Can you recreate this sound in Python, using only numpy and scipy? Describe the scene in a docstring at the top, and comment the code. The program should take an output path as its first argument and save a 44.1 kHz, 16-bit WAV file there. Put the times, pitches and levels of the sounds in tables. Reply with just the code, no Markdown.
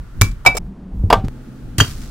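"""A garden beside a house: bricks and a plank are thrown from the roof, one after another.
Blows thud on the soil as low tones with rumble; grit and dry leaves are grainy, fluttering noise.
Bricks clink on bricks lying there and the plank knocks twice: bursts of noise plus ringing sines.
A wall echoes the bricks and grit, wind rumbles as low noise, and a low hum joins near the end.
Twice the ringing, thuds and echoes break off abruptly; the loudest blows overload the microphone."""
import sys
import numpy as np
from scipy import signal
from scipy.fft import rfft, irfft
from scipy.io import wavfile
from scipy.ndimage import uniform_filter1d

SR = 44100
rng = np.random.default_rng(int(sys.argv[2]) if len(sys.argv) > 2 else 0)


def transcribe(u):
    """Save the signal u as a 16-bit wav file named by the first command-line argument.

    u: samples, shape (n,) or (channels, n), limited to [-1, 1]; the rate is SR.
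    q: integer samples, one column per channel.
    """
    v = np.clip(np.atleast_2d(u).T, -1, 1)
    q = np.round(v * 32767).astype(np.int16)
    wavfile.write(sys.argv[1], SR, q)


N = 92610  # samples, 2.1 s

WIDTH_HZ, WIDTH_POWER, WIDTH_MAX = 5700, 0.43, 0.95


def undb(db):
    """Turn decibels into a gain."""
    return 10 ** (np.asarray(db) / 20)


def width(hz):
    """Size of the left-right difference against the centre; it grows towards the treble."""
    return np.minimum((hz / WIDTH_HZ) ** WIDTH_POWER, WIDTH_MAX)


def noise(points, spread=1):
    """Stereo noise of rms 1, its spectrum drawn through (f/Hz, level/dB) points."""
    hz = np.fft.rfftfreq(N, 1 / SR) + 1  # the 1 Hz shift avoids log(0)
    point_hz, point_db = np.array(points, float).T
    gain = undb(np.interp(np.log(hz), np.log(point_hz), point_db))
    gain = gain / np.sqrt(1 + (point_hz[0] / hz) ** 4)  # fade out below the first point
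    mid, side = rfft(rng.standard_normal((2, N))) * gain
    side = side * spread * width(hz)
    stereo = irfft(np.array([mid + side, mid - side]), N)
    return stereo / stereo.std()


def flutter(step_s):
    """Smooth random wandering of spread 1; a longer step wanders more slowly."""
    wander = uniform_filter1d(rng.standard_normal(N), max(1, int(step_s * SR)))
    return wander / wander.std()


def since(start):
    """Seconds since a moment, zero before it."""
    return np.maximum(np.arange(N) / SR - start, 0)


# moments when the sound breaks off: [t/s]
BREAKS = [.585, 1.284]


def blow(start, t60, rise=.001, hold=0):
    """Loudness curve of a blow: rise, hold and decay by 60 dB in t60, cut at the next break."""
    end = min([b for b in BREAKS if b > start] + [N / SR])
    span = np.arange(int(start * SR) + 1, min(int(end * SR), N))
    t = span / SR - start
    curve = np.zeros(N)
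    decay = np.exp(-np.log(1000) * np.maximum(t - hold, 0) / t60)
    curve[span] = np.minimum(t / rise, 1) * decay
    return curve


def tone(start, hz, wander=0):
    """A sine that reaches left and right slightly out of step."""
    lead = rng.choice([-1, 1]) * np.arctan(width(hz) ** 1.9)  # radians, either side may lead
    return np.sin(2 * np.pi * hz * since(start) + wander + lead * np.array([[1], [-1]]))


RING_ROUGH, RING_WOBBLE = 0.11, 0.2  # spread of loudness (share) and of phase (radians)


def ring(start, modes, tilt_db, pivot_hz, envelope):
    """Fading sines, slightly rough and unsteady as the body rubs on what it hit."""
    rough = 1 + RING_ROUGH * flutter(0.0025)
    wander = RING_WOBBLE * flutter(0.011)
    total = 0
    for hz, db, t60 in modes:
        gain = undb(db + tilt_db * np.log2(hz / pivot_hz))
        total = total + gain * envelope(t60) * tone(start, hz, wander)
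    return rough * total


CLACK_OCTAVES, CLACK_SKIRT_DB = 0.5, -19  # width of the peak and slope of its skirts
CLACK_TAIL_DB, CLACK_TAIL_T60_S = -22, 0.096


def clack(start, hz, t60):
    """The contact itself: a short burst of noise around one pitch, with a weak tail."""
    shape = []
    for octave in np.arange(-3, 5, .5):
        shape.append((hz * 2. ** octave, CLACK_SKIRT_DB * np.log10(1 + (octave / CLACK_OCTAVES) ** 2)))
    tail = undb(CLACK_TAIL_DB) * blow(start, CLACK_TAIL_T60_S)
    return noise(shape) * (blow(start, t60) + tail)


# spectra of the outdoor murmur before, between and after the breaks: (f/Hz, relative level/dB per Hz)
MURMUR = [
    [(88, -37), (150, -7), (751, -22.5), (1420, -17.5), (2310, -30), (15500, -45.5)],
    [(71, -48.5), (120, -20.5), (192, -3), (245, -15.5), (383, -22), (498, -30.5), (829, -32.5),
     (2200, -48.5), (2440, -50), (11900, -67.5), (15500, -100)],
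    [(88, -30), (150, -7), (205, -4), (248, -3), (339, -13.5), (366, -16), (428, -18), (796, -28.5),
     (877, -24), (948, -35.5), (1270, -26), (2140, -37), (15500, -52.5)],
]
# loudness of the murmur in these three parts: [level/dB]
MURMUR_LEVEL = [-49, -36.5, -39]


def murmur():
    """Distant outdoor background: steady noise whose colour and level step at each break."""
    part = np.searchsorted(BREAKS, np.arange(N) / SR)
    total = 0
    for k, (points, db) in enumerate(zip(MURMUR, MURMUR_LEVEL)):
        total = total + undb(db) * noise(points) * (part == k)
    return total


def hum():
    """A low, slightly unsteady sine after the last break."""
    t = np.arange(N) / SR
    unsteady = 1 + 0.18 * flutter(0.041)
    return undb(-38) * np.sin(2 * np.pi * 129 * t) * unsteady * (t > BREAKS[-1])


def break_tick():
    """A tiny click at the last break: one sudden push that dies away."""
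    return undb(-16.5) * blow(BREAKS[-1], 0.0045, rise=1 / SR)


# strength of the wind over time: (t/s, level/dB)
WIND_STRENGTH = [(0, -23.5), (.11, -38.5), (.17, -21.5), (.27, -18), (.42, -33), (.58, -30), (.67, -25),
                 (.73, -41), (.9, -38.5), (.95, -24.5), (1.0, -21), (1.27, -22.5), (1.32, -36),
                 (1.58, -40.5), (1.67, -30), (2.1, -30)]
# spectrum of the wind on the microphone: (f/Hz, relative level/dB per Hz)
WIND_SPECTRUM = [(10, -10), (25, 0.5), (48, 0), (80, -10), (150, -14), (400, -37.5), (1000, -69)]


def wind():
    """Wind on the microphone: low rumbling noise that swells and drops."""
    t = np.arange(N) / SR
    return noise(WIND_SPECTRUM) * undb(np.interp(t, *np.array(WIND_STRENGTH).T))


WALL_DB, WALL_T60_S, WALL_DELAY_S = -17.5, 0.19, .011


def wall(sound):
    """Short scattered echo of the house wall: delayed, fading noise, stopping at each break."""
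    echo = noise([(200, -1), (3000, -5), (16000, -10.5)]) * blow(WALL_DELAY_S, WALL_T60_S)
    echo = echo * undb(WALL_DB) / np.sqrt(np.sum(echo ** 2) / 2)
    answers = []
    for part in np.split(sound, [int(b * SR) for b in BREAKS], axis=1):
        length = part.shape[1]
        answers.append(signal.fftconvolve(part, echo[:, :length], axes=1)[:, :length])
    return np.hstack(answers)


# blows on the soil: (t/s, tone level/dB, f/Hz, tone t60/s, rumble level/dB)
SOIL_BLOWS = [(.213, 1, 99.7, 0.13, -10.5), (0.462, -15.5, 116.3, 0.16, -15.5),
              (.935, -20.5, 73.7, .2, -36.5), (1.036, -5, 92, 0.14, -17.5),
              (1.168, -13.5, 102.7, 0.22, -27.5), (1.24, -16.5, 116.2, 0.154, -21),
              (1.7831, -8.5, 95.3, 0.23, -18), (1.812, -2, 103.7, 0.11, -14)]
# spectrum of the rumble in the soil: (f/Hz, relative level/dB)
SOIL_SPECTRUM = [(20, -3), (45, 3), (100, -0.5), (170, -1), (400, -8.5), (560, -24), (1000, -43),
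                 (3000, -71)]
THUD_RISE_S, SOIL_T60_S = 0.0015, 0.14


def soil():
    """The ground gives under each blow with a low boom and a dull rumble."""
    total = 0
    for start, tone_db, hz, t60, rumble_db in SOIL_BLOWS:
        boom = -undb(tone_db) * tone(start, hz) * blow(start, t60, THUD_RISE_S)
        rumble = undb(rumble_db) * noise(SOIL_SPECTRUM) * blow(start, SOIL_T60_S, THUD_RISE_S)
        total = total + boom + rumble
    return total


# grit and leaves: (t/s, crunch level/dB, settling level/dB, settling t60/s, tilt/dB per octave)
GRIT_CRUNCHES = [(0.212, -7, -26, 0.17, -1), (0.313, -41.5, -65, 0.025, -3), (.463, -16, -47, 0.064, -7.5),
                 (.542, -51, -54, .08, 2), (0.568, -31.5, -28, .15, 0.5), (1.101, -31, -34, 0.11, -10),
                 (1.244, -48, -43.5, 0.14, -6), (1.783, -24.5, -20, 0.23, -2.5),
                 (1.804, -37, -31, 0.81, -1), (2.014, -65, -42.5, 0.62, -2)]
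# spectrum of grit and dry leaves before the tilt: (f/Hz, relative level/dB)
GRIT_SPECTRUM = [(300, -18.5), (1400, 0), (3000, -4), (5200, 0.5), (8500, -3), (12000, -8.5), (16000, -7)]
CRUNCH_HOLD_S, CRUNCH_T60_S = 0.0051, 0.02
GRAIN_DB, GRAIN_S = 4, 0.001  # spread and step of the grainy flutter


def grit():
    """Grit and leaves are crushed at once, then settle grain by grain: noise with a fast flutter."""
    total = 0
    for start, crunch_db, settle_db, t60, tilt_db in GRIT_CRUNCHES:
        spectrum = [(hz, db + tilt_db * np.log2(hz)) for hz, db in GRIT_SPECTRUM]
        grains = noise(spectrum) * undb(GRAIN_DB * flutter(GRAIN_S))
        crunch = undb(crunch_db) * blow(start, CRUNCH_T60_S, hold=CRUNCH_HOLD_S)
        settling = undb(settle_db) * blow(start, t60)
        total = total + grains / grains.std() * (crunch + settling)
    return total


# ringing of the plank before tilt, focus and shortening: (f/Hz, relative level/dB, t60/s)
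PLANK_RINGING = [(237, -6, .08), (300, -21, 0.021), (487, -15, 0.14), (626, -13.5, 0.093), (710, 4, 0.029),
                 (767, -12, 0.29), (923.4, -13, 0.13), (987, -1.5, .04), (1127, -8.5, 0.083),
                 (1187, -5, 0.12), (1563, -15, 0.12), (2830, -15, 0.052), (3350, -17, 0.059),
                 (4860, -14, .04)]
# plank on the ground: (t/s, ring level/dB, tilt/dB per octave, share of the ringing and tail times,
# crack level/dB, clack level/dB, clack f/Hz)
PLANK_KNOCKS = [(1.1018, -11, 4, 0.89, -8.5, -10.5, 640), (1.127, -5.5, 4, 0.91, -2, -3, 997)]
# spectrum of the crack: (f/Hz, relative level/dB)
CRACK_SPECTRUM = [(60, -14.5), (250, -6), (700, 0.5), (1150, -5.5), (1900, -20), (3000, -18.5),
                  (5000, -29.5), (8000, -36.5), (16000, -54)]
CRACK_T60_S, CRACK_TAIL_DB, CRACK_TAIL_T60_S = 0.048, -14.5, 0.24
KNOCK_T60_S = 0.027
FOCUS_DB, FOCUS_OCTAVES = 9, 0.2  # each end of the plank favours the modes near its clack


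def plank():
    """One end strikes with a low clack, then the other slaps down higher; the wood rings."""
    total = 0
    for start, ring_db, tilt_db, share, crack_db, clack_db, clack_hz in PLANK_KNOCKS:
        tail = undb(CRACK_TAIL_DB) * blow(start, CRACK_TAIL_T60_S * share)
        crack = (blow(start, CRACK_T60_S, hold=0.0022) + tail) * noise(CRACK_SPECTRUM, spread=0)
        modes = []
        for hz, db, t60 in PLANK_RINGING:
            octaves_away = np.log2(hz / clack_hz)
            modes.append((hz, db + FOCUS_DB * np.exp(-(octaves_away / FOCUS_OCTAVES) ** 2), t60))
        wood = ring(start, modes, tilt_db, 670, lambda t60: blow(start, t60 * share, rise=0.0016))
        contact = clack(start, clack_hz, KNOCK_T60_S)
        total = total + undb(crack_db) * crack + undb(ring_db) * wood + undb(clack_db) * contact
    return total


# ringing for each kind of brick contact before the tilt: name -> (f/Hz, relative level/dB, lasting t60/s)
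BRICK_RINGING = { "whole": [(2309, -2, .18), (2360, -19, .1), (2610, -17, 0.13), (3787, -16.5, 0.12),
                 (4904, -18.5, .11), (5220, -17.5, .035), (5701, -33.5, .1), (7050, -20.5, 0.065),
                 (7250, -30, .04), (8200, -29, .04), (9800, -27.5, .04)], "corner": [(2268, -2, 0.21),
                 (3820, -13, 0.11), (5350, -3.5, .25), (6309, -10, .1), (7570, -3, .25), (7700, -10, 0.089),
                 (10300, -11, 0.18)], "small": [(2810, -7.5, .13), (2876, -10, .07), (3187, 1, 0.12),
                 (3098, -1.5, 0.063), (4630, -9, 0.22), (6265, -9.5, 0.13), (6730, -11, .06),
                 (7843, -22, .11)]}
# brick on brick: (t/s, contact kind, ring level/dB, ring tilt/dB per octave, ring hold/s, # lasting part
# level/dB, clack level/dB, clack f/Hz, clack t60/s, left minus right level/dB)
BRICK_CLINKS = [(.2135, "whole", -15.5, 2.5, .004, -1.5, -12, 1060, 0.036, -2),
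                (0.45, "whole", -33, 1, .003, -8, -21, 980, 0.17, -0.5),
                (0.461, "whole", 3, -6, 0.012, -14.5, -2, 800, 0.074, -5),
                (.549, "corner", -39, -0.5, 0.0024, -5, -23, 500, 0.11, 12),
                (.569, "corner", -24.5, 0.5, 0.009, -9.5, -16, 694, 0.042, -3),
                (1.7818, "small", -19, -3, .002, -12, -11, 8500, 0.012, 6),
                (1.8016, "small", -8.5, 0, 0.008, -14.5, 0.5, 1480, 0.024, -2.5),
                (1.815, "small", -24, -3, .002, -9, -16.5, 500, 0.032, 2)]
RING_RISE_S, RING_EARLY_SHARE = 0.0046, .3  # the early part dies in this share of the lasting t60


def bricks():
    """A clack at the contact, then the brick rings: one part dies early, another lasts."""
    total = 0
    for (start, kind, ring_db, tilt_db, hold, late_db,
         clack_db, clack_hz, clack_t60, pan_db) in BRICK_CLINKS:
        def fade(t60):
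            early = blow(start, t60 * RING_EARLY_SHARE, RING_RISE_S, hold)
            return early + undb(late_db) * blow(start, t60, RING_RISE_S, hold)

        modes = BRICK_RINGING[kind]
        pan = undb(np.array([[pan_db], [-pan_db]]) / 2)
        clink = ring(start, modes, tilt_db, modes[0][0], fade) * pan
        contact = clack(start, clack_hz, clack_t60)
        total = total + undb(clack_db) * contact + undb(ring_db) * clink
    return total


def scene():
    """All landings in the garden; between the breaks left and right are the same."""
    background = murmur() + hum() + break_tick() + wind()
    hard = grit() + bricks()
    garden = background + wall(hard) + soil() + plank() + hard
    between = np.searchsorted(BREAKS, np.arange(N) / SR) == 1
    return np.where(between, garden.mean(axis=0), garden)


CEILING, TOP_HZ = 0.99, 15750


def record(dry):
    """The microphone overloads, flattening the loudest peaks; a steep filter cuts the top treble."""
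    overloaded = np.clip(dry, -CEILING, CEILING)
    top_cut = signal.ellip(10, .1, 70, TOP_HZ, fs=SR, output="sos")
    return signal.sosfilt(top_cut, overloaded)


dry = scene()
out = record(dry)
transcribe(out)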